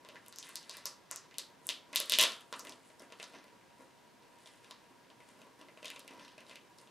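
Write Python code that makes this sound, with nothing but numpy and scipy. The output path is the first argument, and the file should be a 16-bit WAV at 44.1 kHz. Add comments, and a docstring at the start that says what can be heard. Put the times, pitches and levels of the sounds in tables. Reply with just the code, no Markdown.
"""Sharp snaps and a papery rustle are heard over a steady hush with two fuzzy whistles, in a small quiet room.
Hands turn and peel a stiff plastic sleeve with papers in it, kneeling on carpet before a close microphone pair.
Each snap is a crease letting go: a gritty force pulse excites the ring of the film and the sleeve's low modes.
Rustle is filtered random ticks in clumps; floor, walls and ceiling return echoes and a dense tail.
The hush is shaped noise, partly alike at left and right."""
import sys
import numpy as np
from scipy import signal
from scipy.fft import rfft, irfft
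from scipy.io import wavfile
from scipy.ndimage import uniform_filter1d

SR = 44100
rng = np.random.default_rng(int(sys.argv[2]) if len(sys.argv) > 2 else 0)


def amplitude_ratio(level_db):
    """Convert a level in decibels to the matching linear amplitude (field) ratio."""
    exponent = np.asarray(level_db, float) / 20
    return 10 ** exponent


def to_wav(sig):
    """Store sig (one row per channel, or 1-D mono) as 16-bit WAV at the path in sys.argv[1].

    Samples outside -1..1 are clipped; the rate is SR.
    """
    pcm = np.clip(np.atleast_2d(sig), -1, 1) * 32767
    pcm = np.round(pcm).astype(np.int16)
    wavfile.write(sys.argv[1], SR, pcm.T)  # frames by channels


N = 304290  # length in samples


def unit_rms(x):
    """Normalisation by mean power: scales to rms 1."""
    return x / np.sqrt(np.mean(x ** 2) + 1e-20)


def unit_peak(x):
    """Normalisation by amplitude: scales each row to peak 1."""
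    return x / abs(x).max(-1, keepdims=True)


def match_energy(x, other):
    """Energy equality: gives each row of x the energy of the same row of other."""
    return x * np.linalg.norm(other, axis=1, keepdims=True) / np.linalg.norm(x, axis=1, keepdims=True)


def read(points, hz):
    """Interpolation along log frequency, clamped at the ends of the table."""
    table_hz, value = np.transpose(points)
    return np.interp(np.log(hz + 1), np.log(table_hz + 1), value)


def colour(x, spectrum):
    """Minimum-phase filtering: the log gain fixes the phase of a causal response."""
    log_gain = np.log(amplitude_ratio(read(spectrum, abs(np.fft.fftfreq(2048, 1 / SR)))))
    response = np.exp(np.conj(signal.hilbert(log_gain)))
    taps = np.fft.ifft(response).real[:1024]
    return signal.oaconvolve(x, taps[None], axes=1)[:, :x.shape[1]]


def pair(x, likeness):
    """Interaural coherence: mixes two unrelated signals into a left and right alike by frequency."""
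    a, b = rfft(x)
    same = np.clip(read(likeness, np.fft.rfftfreq(x.shape[1], 1 / SR)), 0, 1)
    mid = np.sqrt((1 + same) / 2) * a
    side = np.sqrt((1 - same) / 2) * b
    return irfft(np.array([mid + side, mid - side]), x.shape[1])


# Spectrum of the room hush. Each row: frequency in Hz, relative density in dB.
HUSH_SPECTRUM = [(25, -20), (60, -18.5), (120, -4), (270, -3.5), (460, -5), (700, -7), (1160, -12),
                 (2000, -13.5), (5700, -20.5), (11300, -27.5), (15600, -36), (15900, -63)]
# Fuzzy lines over the hush. Each row: centre in Hz, width in Hz, amplitude added re the hush there in dB.
WHISTLE_LINES = [(952, 40, 12), (1630, 30, 4)]
# Coherence of the hush. Each row: frequency in Hz, left-right likeness from 0 to 1.
HUSH_LIKENESS = [(60, 0.04), (180, 0.3), (550, 0.36), (1650, 0.75), (4970, 0.62), (15000, 0.83)]
HUSH_DB = -63  # rms


def hush():
    """Stationary noise: white noise takes the hush spectrum, raised by two resonance-shaped lines."""
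    hz = np.fft.rfftfreq(N, 1 / SR)
    lift = 1 + sum(amplitude_ratio(db) / (1 + ((hz - centre) / (width / 2)) ** 2) for centre, width, db in WHISTLE_LINES)
    white = rng.standard_normal((2, N))
    noise = irfft(rfft(white) * amplitude_ratio(read(HUSH_SPECTRUM, hz)) * lift, N)
    return amplitude_ratio(HUSH_DB) * unit_rms(pair(noise, HUSH_LIKENESS))


# Fingers shift their grip. Each row: time of the peak in seconds, length in seconds,
# then gains in dB of the flexing of the whole sleeve, the rustle and the fizz.
GRIP_SHIFTS = [(0.142, .1, -64.5, -77, -87), (0.45, .25, -82, -63.5, -62), (0.743, .12, -77, -61, -66),
               (0.853, .06, -62, -64.5, -84), (1.134, .08, -66, -60, -84), (1.669, .08, -62.5, -70.5, -65),
               (1.962, .1, -57.5, -67.5, -79), (2.082, .06, -65.5, -61.5, -65),
               (2.192, .12, -54.5, -54.5, -48), (2.566, 0.088, -53.5, -80, -61),
               (2.681, .1, -55.5, -73, -62), (2.87, .07, -81, -75, -66), (3.016, .08, -59, -75, -70),
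               (3.227, .12, -66, -68, -65.5), (3.348, .08, -57.5, -63, -81),
               (3.816, .12, -68.5, -77.5, -74), (4.461, 0.23, -83, -70, -68.5), (4.659, .2, -67, -73, -80),
               (5.3, .15, -69.5, -73, -72), (5.406, 0.065, -58.5, -78, -81),
               (5.594, .12, -65.5, -73.5, -79), (5.898, .2, -60, -72, -66), (6.109, .08, -58, -70, -80),
               (6.223, .1, -61, -62.5, -73), (6.4, .06, -60, -69.5, -82), (6.498, .1, -72, -67, -69),
               (6.805, .08, -72, -77, -69)]
# The hands are never quite still: steady gains in dB of the flexing, the rustle and the fizz.
HOLD_GAINS = (-71.5, -83.5, -97.5)
GRIP_FADE_DB, RISE_SHARE = 13, 0.6  # fade over one length; the same rise takes this share of it


def handling():
    """Power addition: grips that swell and fade exponentially add to a steady hold."""
    peak_s, length_s, *levels = np.transpose(GRIP_SHIFTS)[:, :, None]
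    t = np.arange(0, N + 64, 64) / SR
    falling = (t - peak_s) / length_s
    rising = (peak_s - t) / (RISE_SHARE * length_s)
    shape = amplitude_ratio(-GRIP_FADE_DB * np.maximum(falling, rising))
    gains = [np.sqrt(amplitude_ratio(hold) ** 2 + ((amplitude_ratio(db) * shape) ** 2).sum(0)) for hold, db in zip(HOLD_GAINS, levels)]
    return [np.interp(np.arange(N) / SR, t, gain) for gain in gains]


# Colour of the rustle. Each row: frequency in Hz, relative gain in dB.
RUSTLE_COLOUR = [(600, -10), (1500, 3.5), (3000, 4), (6000, 3.5), (9000, -29)]
# Colour of the higher fizz. Each row: frequency in Hz, relative gain in dB.
FIZZ_COLOUR = [(4000, -22.5), (7000, 4.5), (10000, 5.5), (13000, -11), (16500, -59)]
# Colour of the bending sleeve. Each row: frequency in Hz, relative gain in dB.
FLEX_COLOUR = [(80, -37), (220, 12), (400, 0.5), (650, -5.5), (1100, -9.5), (2500, -25)]


def rustle(flex, rub, fizz):
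    """Shot noise: tiny creases of uneven size clump under the fingers, with dull bumps as the sleeve bends."""
    chance, size, sign = rng.random((3, 2, N))
    drift = uniform_filter1d(rng.standard_normal(N), size=300)
    clumps = amplitude_ratio(3.9 * unit_rms(drift))
    per_s = np.array([[1200.], [250.]]) * clumps  # creases, bumps
    heights = amplitude_ratio(-4.2 * np.log(size + 0.0055))
    ticks = (chance < per_s / SR) * heights * np.sign(sign - .5)
    creases, bumps = ticks[:1], ticks[1:]
    rubbing = rub * unit_rms(colour(creases, RUSTLE_COLOUR))
    fizzing = fizz * unit_rms(colour(creases, FIZZ_COLOUR))
    bending = flex * unit_rms(colour(bumps, FLEX_COLOUR))
    return rubbing + fizzing + bending


# A loosely held sleeve crumbles rather than snaps. Each row: time in seconds, share of grit.
SLACKNESS = [(0, 0.069), (2.3, 0.092), (2.6, 0.87), (4.0, 1), (5.7, 0.98), (6.9, 0.72)]
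# Low modes of the sleeve. Each row: nominal frequency in Hz, nominal level in dB, t60 in seconds.
SLEEVE_MODES = [(258.5, -12, 0.062), (361, -24, 0.06), (463, -5, 0.03), (646, 3, 0.026), (1024, -4, 0.0063),
                (1257, 6, 0.0081), (1880, 6.5, 0.0027)]
STRAIN_S = 0.0011  # the film strains this long before a crease lets go
RING_Q = 3.0  # sharpness of the film's ring
SLACK_DULLS = 0.6  # how much a fully slack film loses above its ring
# Share of a snap thrown into the room, and what a fully slack sleeve, muffled by the hands, takes from it.
THROWN_DB, THROWN_SLACK_DB = -1, -3.5


def snaps(table):
    """Impulse excitation: a strained crease lets go in a gritty spike, rings the film and knocks the sleeve."""
    s, db, ring_hz, thud_db, crack_db = np.transpose(table)[:, :, None]
    t = np.arange(2048) / SR - STRAIN_S  # time from the spike
    after = np.maximum(t, 0)
    grit = np.interp(s, *np.transpose(SLACKNESS))

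    straining = 0.03 * np.exp(t / 0.00024)
    releasing = np.exp(-after / 0.0001) + grit * np.exp(-after / 0.0028)
    envelope = np.where(t < 0, straining, releasing)
    push = 0.69 * np.exp(-after / 0.00063)
    force = rfft(envelope * (push + rng.standard_normal((len(table), 2048))))

    j_hz = 1j * np.fft.rfftfreq(2048, 1 / SR)
    u, v = j_hz / ring_hz, j_hz / 8000
    resonance = u ** 2 / (1 + u / RING_Q + u ** 2)
    film = 0.0043 + resonance * u / (0.46 + u) / (1 + u / 1.46)  # steep below the ring, gentle above
    film = film / (1 + SLACK_DULLS * grit * u)
    edge = (v ** 2 / (1 + 0.96 * v + v ** 2)) ** 2  # the crack: high-pass at 8 kHz
    ring, crack = unit_peak(irfft(force * film)), unit_peak(irfft(force * edge))

    taut = np.log2(ring_hz / 3500)  # taut film favours the upper modes of the sleeve
    grip = rng.random((len(table), len(SLEEVE_MODES), 2, 1))  # the hold shifts the modes and their shares
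    thud = 0
    for k, (mode_hz, mode_db, t60) in enumerate(SLEEVE_MODES):
        level = mode_db + 10.5 * taut * np.log2(mode_hz / 700) - 12.0 * grip[:, k, 1]
        held_hz = mode_hz * (0.871 + 0.22 * grip[:, k, 0])
        thud = thud + amplitude_ratio(level - 60 * after / t60) * np.sin(2 * np.pi * held_hz * after)
    thud = amplitude_ratio(thud_db) * unit_peak(thud)
    sound = amplitude_ratio(db) * (0.62 * ring + amplitude_ratio(crack_db) * crack + thud)

    # summed over all directions the grit evens out to a smooth colour: ring and crack add as powers
    body = 0.68 * rfft(match_energy(irfft(film), ring))
    top = amplitude_ratio(crack_db) * rfft(match_energy(irfft(edge[None]), crack))
    phase = 1j * np.angle(body) - 2 * np.pi * j_hz * STRAIN_S
    even = irfft(np.hypot(abs(body), abs(top)) * np.exp(phase))
    thrown = amplitude_ratio(db + THROWN_DB + THROWN_SLACK_DB * grit) * (even + thud)

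    place = rng.standard_normal((len(table), 1))  # where on the sleeve, left to right
    sides = []
    for sign in (1, -1):  # left, right: level and arrival time differ
        lead = np.exp(2 * np.pi * j_hz * sign * place * 2.5e-6)
        sides.append(irfft(rfft(sound) * amplitude_ratio(sign * (0.66 + 0.3 * place)) * lead))
    out = np.zeros((3, N + 2048))
    starts = np.round(s[:, 0] * SR).astype(int)
    for at, rows in zip(starts, np.stack([*sides, thrown], axis=1)):
        out[:, at:at + 2048] += rows
    return out[:2, :N], out[2:, :N]


FAINT_COUNT = 60
FAINT_DB, FAINT_SPREAD_DB = -50, 8  # level of the loudest, range below it
FAINT_HZ, FAINT_OCTAVES = 2900, 0.4  # middle of the rings, scatter either way
FAINT_THUD_DB, FAINT_CRACK_DB = -13.5, -32  # middles, re the snap's level


def faint(busy):
    """Random point process: rows for faint snaps, likelier where the fingers are busy."""
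    when, size, ring, thud, crack = rng.random((FAINT_COUNT, 5)).T
    rate = np.sqrt(busy)
    s = np.interp(when, np.cumsum(rate) / rate.sum(), np.arange(N) / SR)
    level = FAINT_DB - FAINT_SPREAD_DB * size
    ring_hz = FAINT_HZ * 2 ** (FAINT_OCTAVES * (2 * ring - 1))
    return np.transpose([s, level, ring_hz, FAINT_THUD_DB + 20 * (thud - .5), FAINT_CRACK_DB + 20 * (crack - .5)])


# First returns of floor, walls and ceiling. Each row: delay in seconds, nominal level in dB.
EARLY_ECHOES = [(.002, -7), (.0064, -8), (.0083, -16), (.0113, -11), (.0123, -13), (.0134, -14),
                (.0152, -15), (.0189, -16), (.0224, -16)]
# Decay of the tail. Each row: frequency in Hz, t60 in seconds.
DECAY_TIMES = [(200, 0.6), (500, 0.18), (1300, 0.41), (2200, .27), (3300, 0.3), (5000, 0.29), (9000, 0.22),
               (15000, 0.34)]
# What the surfaces return. Each row: frequency in Hz, gain in dB.
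SURFACE_COLOUR = [(200, -5.5), (1000, 8.5), (4000, 1), (8000, -4.5), (15000, -22)]
# Coherence of the tail. Each row: frequency in Hz, left-right likeness from 0 to 1.
TAIL_LIKENESS = [(60, .05), (180, 0.29), (550, 1), (1650, 1), (3000, 1), (5500, 0.89), (15000, 0.55)]


def room(x):
    """Reverberation: single early reflections, then a dense tail that dies exponentially band by band."""
    length = SR // 2
    early = np.zeros((2, length))
    for delay, db in EARLY_ECHOES:
        early[:, round(delay * SR)] = amplitude_ratio(db + 0.88 * rng.standard_normal(2))  # each a little from one side
    taps = rng.standard_normal((2, length))
    hz, t, bands = signal.stft(pair(taps, TAIL_LIKENESS), SR, nperseg=128)
    decay = amplitude_ratio(-60 * t / read(DECAY_TIMES, hz)[:, None])
    tail = signal.istft(bands * decay, SR, nperseg=128)[1][:, :length]
    tail *= np.clip((np.arange(length) / SR - 0.003) / 0.006, 0, 1)  # builds up as echoes multiply
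    back = colour(early + amplitude_ratio(-0.5) * tail / np.linalg.norm(tail[0]), SURFACE_COLOUR)
    return signal.oaconvolve(x, back, axes=1)[:, :N]


# Crease snaps, and knocks where the sleeve's thud outweighs the film's ring (thud above 0 dB). # Each row:
# start of the strain in seconds, level in dB, ring of the film in Hz, # peak of the sleeve's thud in dB re that
# level, peak of the crack in dB re that level.
SNAPS_AND_KNOCKS = [(0.0479, -35.5, 3400, -8.5, -36), (0.0873, -31.5, 2980, -14, -38),
                    (0.1565, -37, 1750, -18, -27), (0.2614, -39.5, 2980, -16, 1),
                    (0.282, -25.5, 8730, -29, -17), (0.3246, -30, 4070, -18.5, -32),
                    (0.359, -28.5, 5460, -32, -27), (0.3847, -18.5, 6040, -37, -29),
                    (0.4265, -28.5, 3460, -23, -23), (0.4676, -40.5, 2030, -36, 5), (0.4905, -35, 3350, -10, 8),
                    (0.5555, -18, 4500, -31, 2), (0.6282, -35.5, 3500, -27, -32),
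                    (0.6942, -24.5, 4280, -20, -37), (0.7105, -32.5, 4340, -17, -37),
                    (0.7686, -29.5, 4100, -17, 5.5), (0.855, -13.5, 5300, -23.5, 0.5),
                    (1.1113, -14, 6800, -20.5, -18), (1.1592, -16, 6100, -48, -28),
                    (1.3102, -38.5, 2070, -31, -25), (1.3414, -36.5, 2900, -25, -49),
                    (1.3826, -16.5, 4000, -27, 2.5), (1.6677, -15.5, 9100, -42, -22),
                    (1.6893, -9, 3260, -27, -1), (1.929, -29, 4070, -9.5, -25), (1.9324, -28.5, 2240, -28, -15),
                    (1.9494, -36.5, 2430, -34, 9), (1.9579, -6.5, 3650, -29.5, 6),
                    (2.0006, -15.5, 3480, -18, 6), (2.0574, -33, 3490, -27, 3), (2.0962, -12.5, 3720, -30, 4.5),
                    (2.1201, -7.5, 3300, -26, 1.5), (2.1366, -6, 3460, -43, -29), (2.1859, -3, 3150, -24, 2.5),
                    (2.1955, -2, 3300, -26, -8), (2.2051, -6, 3200, -31, -3), (2.2108, -13, 3300, -43, 9),
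                    (2.2176, -8, 3130, -17, -6), (2.2264, -12, 3200, -24, 7), (2.2357, -5.5, 3200, -19, -1.5),
                    (2.3189, -24, 3200, -21, -23), (2.4069, -43.5, 2860, -23, 2),
                    (2.5255, -26.5, 3940, -1.5, -40), (2.5373, -29.5, 2840, -33, -26),
                    (2.593, -22.5, 5940, -19, -5), (2.6489, -36.5, 2110, -10, 3.5),
                    (2.6693, -33.5, 2370, -7, -9), (2.6931, -31, 5240, -31, -30), (2.7207, -37, 3330, -24, -20),
                    (2.9014, -47, 2000, -0.5, -27), (2.9944, -41.5, 5140, -19, 1),
                    (3.0027, -49, 3040, 6.5, -17), (3.0193, -48, 2150, 3.5, -10), (3.1014, -48, 2650, 1, -17),
                    (3.1214, -36.5, 3060, -3, -24), (3.1979, -33.5, 2530, -5, -18),
                    (3.2272, -28.5, 3730, -11, -14), (3.2394, -35, 5480, -16, -16), (3.3402, -42, 2240, 1, -27),
                    (3.3544, -58, 3040, 1, -18), (3.4405, -45.5, 2130, -6.5, -4),
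                    (3.7994, -53.5, 2020, 5.5, -24.5), (3.8644, -57.5, 2650, -21.5, -1),
                    (4.4577, -39.5, 3480, -8.5, -25), (4.4721, -41, 3750, -19, -17),
                    (4.643, -44.5, 3110, -8, -25), (4.7083, -34.5, 3840, -6.5, -37),
                    (5.1003, -45, 3210, -5, -20.5), (5.2027, -45.5, 2240, -4, -14),
                    (5.4156, -41.5, 2730, -5.5, -9), (5.6115, -42, 2900, -1.5, -21),
                    (5.684, -41.5, 2170, -9, -34), (5.7729, -41, 2360, -3, -19),
                    (5.8277, -36.5, 2670, -6.5, -21), (5.8441, -33.5, 2760, -7, -6),
                    (5.8544, -28, 3440, -28, -30), (5.8674, -36, 2760, -4, -10),
                    (5.8795, -30.5, 3480, -29, -13), (5.901, -27, 2620, -23, -3),
                    (5.9598, -35.5, 2730, -7.5, -17), (5.9928, -41, 3240, -30, 5.5),
                    (6.0014, -39, 4030, -33, -21), (6.0767, -36.5, 2660, -26, -3.5),
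                    (6.108, -39.5, 2400, -9, -22), (6.1948, -41.5, 2850, -4, -25),
                    (6.248, -37.5, 3750, -20, -17), (6.279, -38, 3200, -33, -19),
                    (6.3785, -39.5, 2520, -6, -25), (6.4048, -43.5, 2500, -22, -5),
                    (6.465, -44.5, 3500, -12, -19), (6.4947, -38.5, 3100, -7, -27),
                    (6.5106, -37, 2560, -9, -27), (6.5555, -34.5, 2730, -24, -8),
                    (6.784, -41.5, 4500, -24, -27), (6.8724, -47, 3030, -7.5, -12)]
# Near sounds at the microphones. Each row: frequency in Hz, gain in dB.
MIC_RESPONSE = [(30, -28), (120, -19), (280, -0.5), (12000, -0.5), (14500, -9.5), (17000, -30),
                (22000, -11)]


def scene():
    """Superposition: direct and reflected snaps and rustle, thin in the bass, add to the hush."""
    background = hush()
    flex, rub, fizz = handling()
    fingers = rustle(flex, rub, fizz)
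    direct, thrown = snaps(np.vstack([SNAPS_AND_KNOCKS, faint(rub)]))
    reflected = room(thrown + amplitude_ratio(-0.5) * fingers)
    return colour(direct + fingers + reflected, MIC_RESPONSE) + background


def low_pass(x):
    """Removes everything above the highest recorded frequency."""
    return signal.sosfilt(signal.butter(12, 16990, fs=SR, output="sos"), x)


def record(dry):
    """Soft saturation: the input flattens peaks smoothly towards a ceiling."""
    ceiling = 0.46  # of full scale
    mix = ceiling * np.tanh(dry / ceiling)
    return low_pass(mix)


dry = scene()
out = record(dry)
to_wav(out)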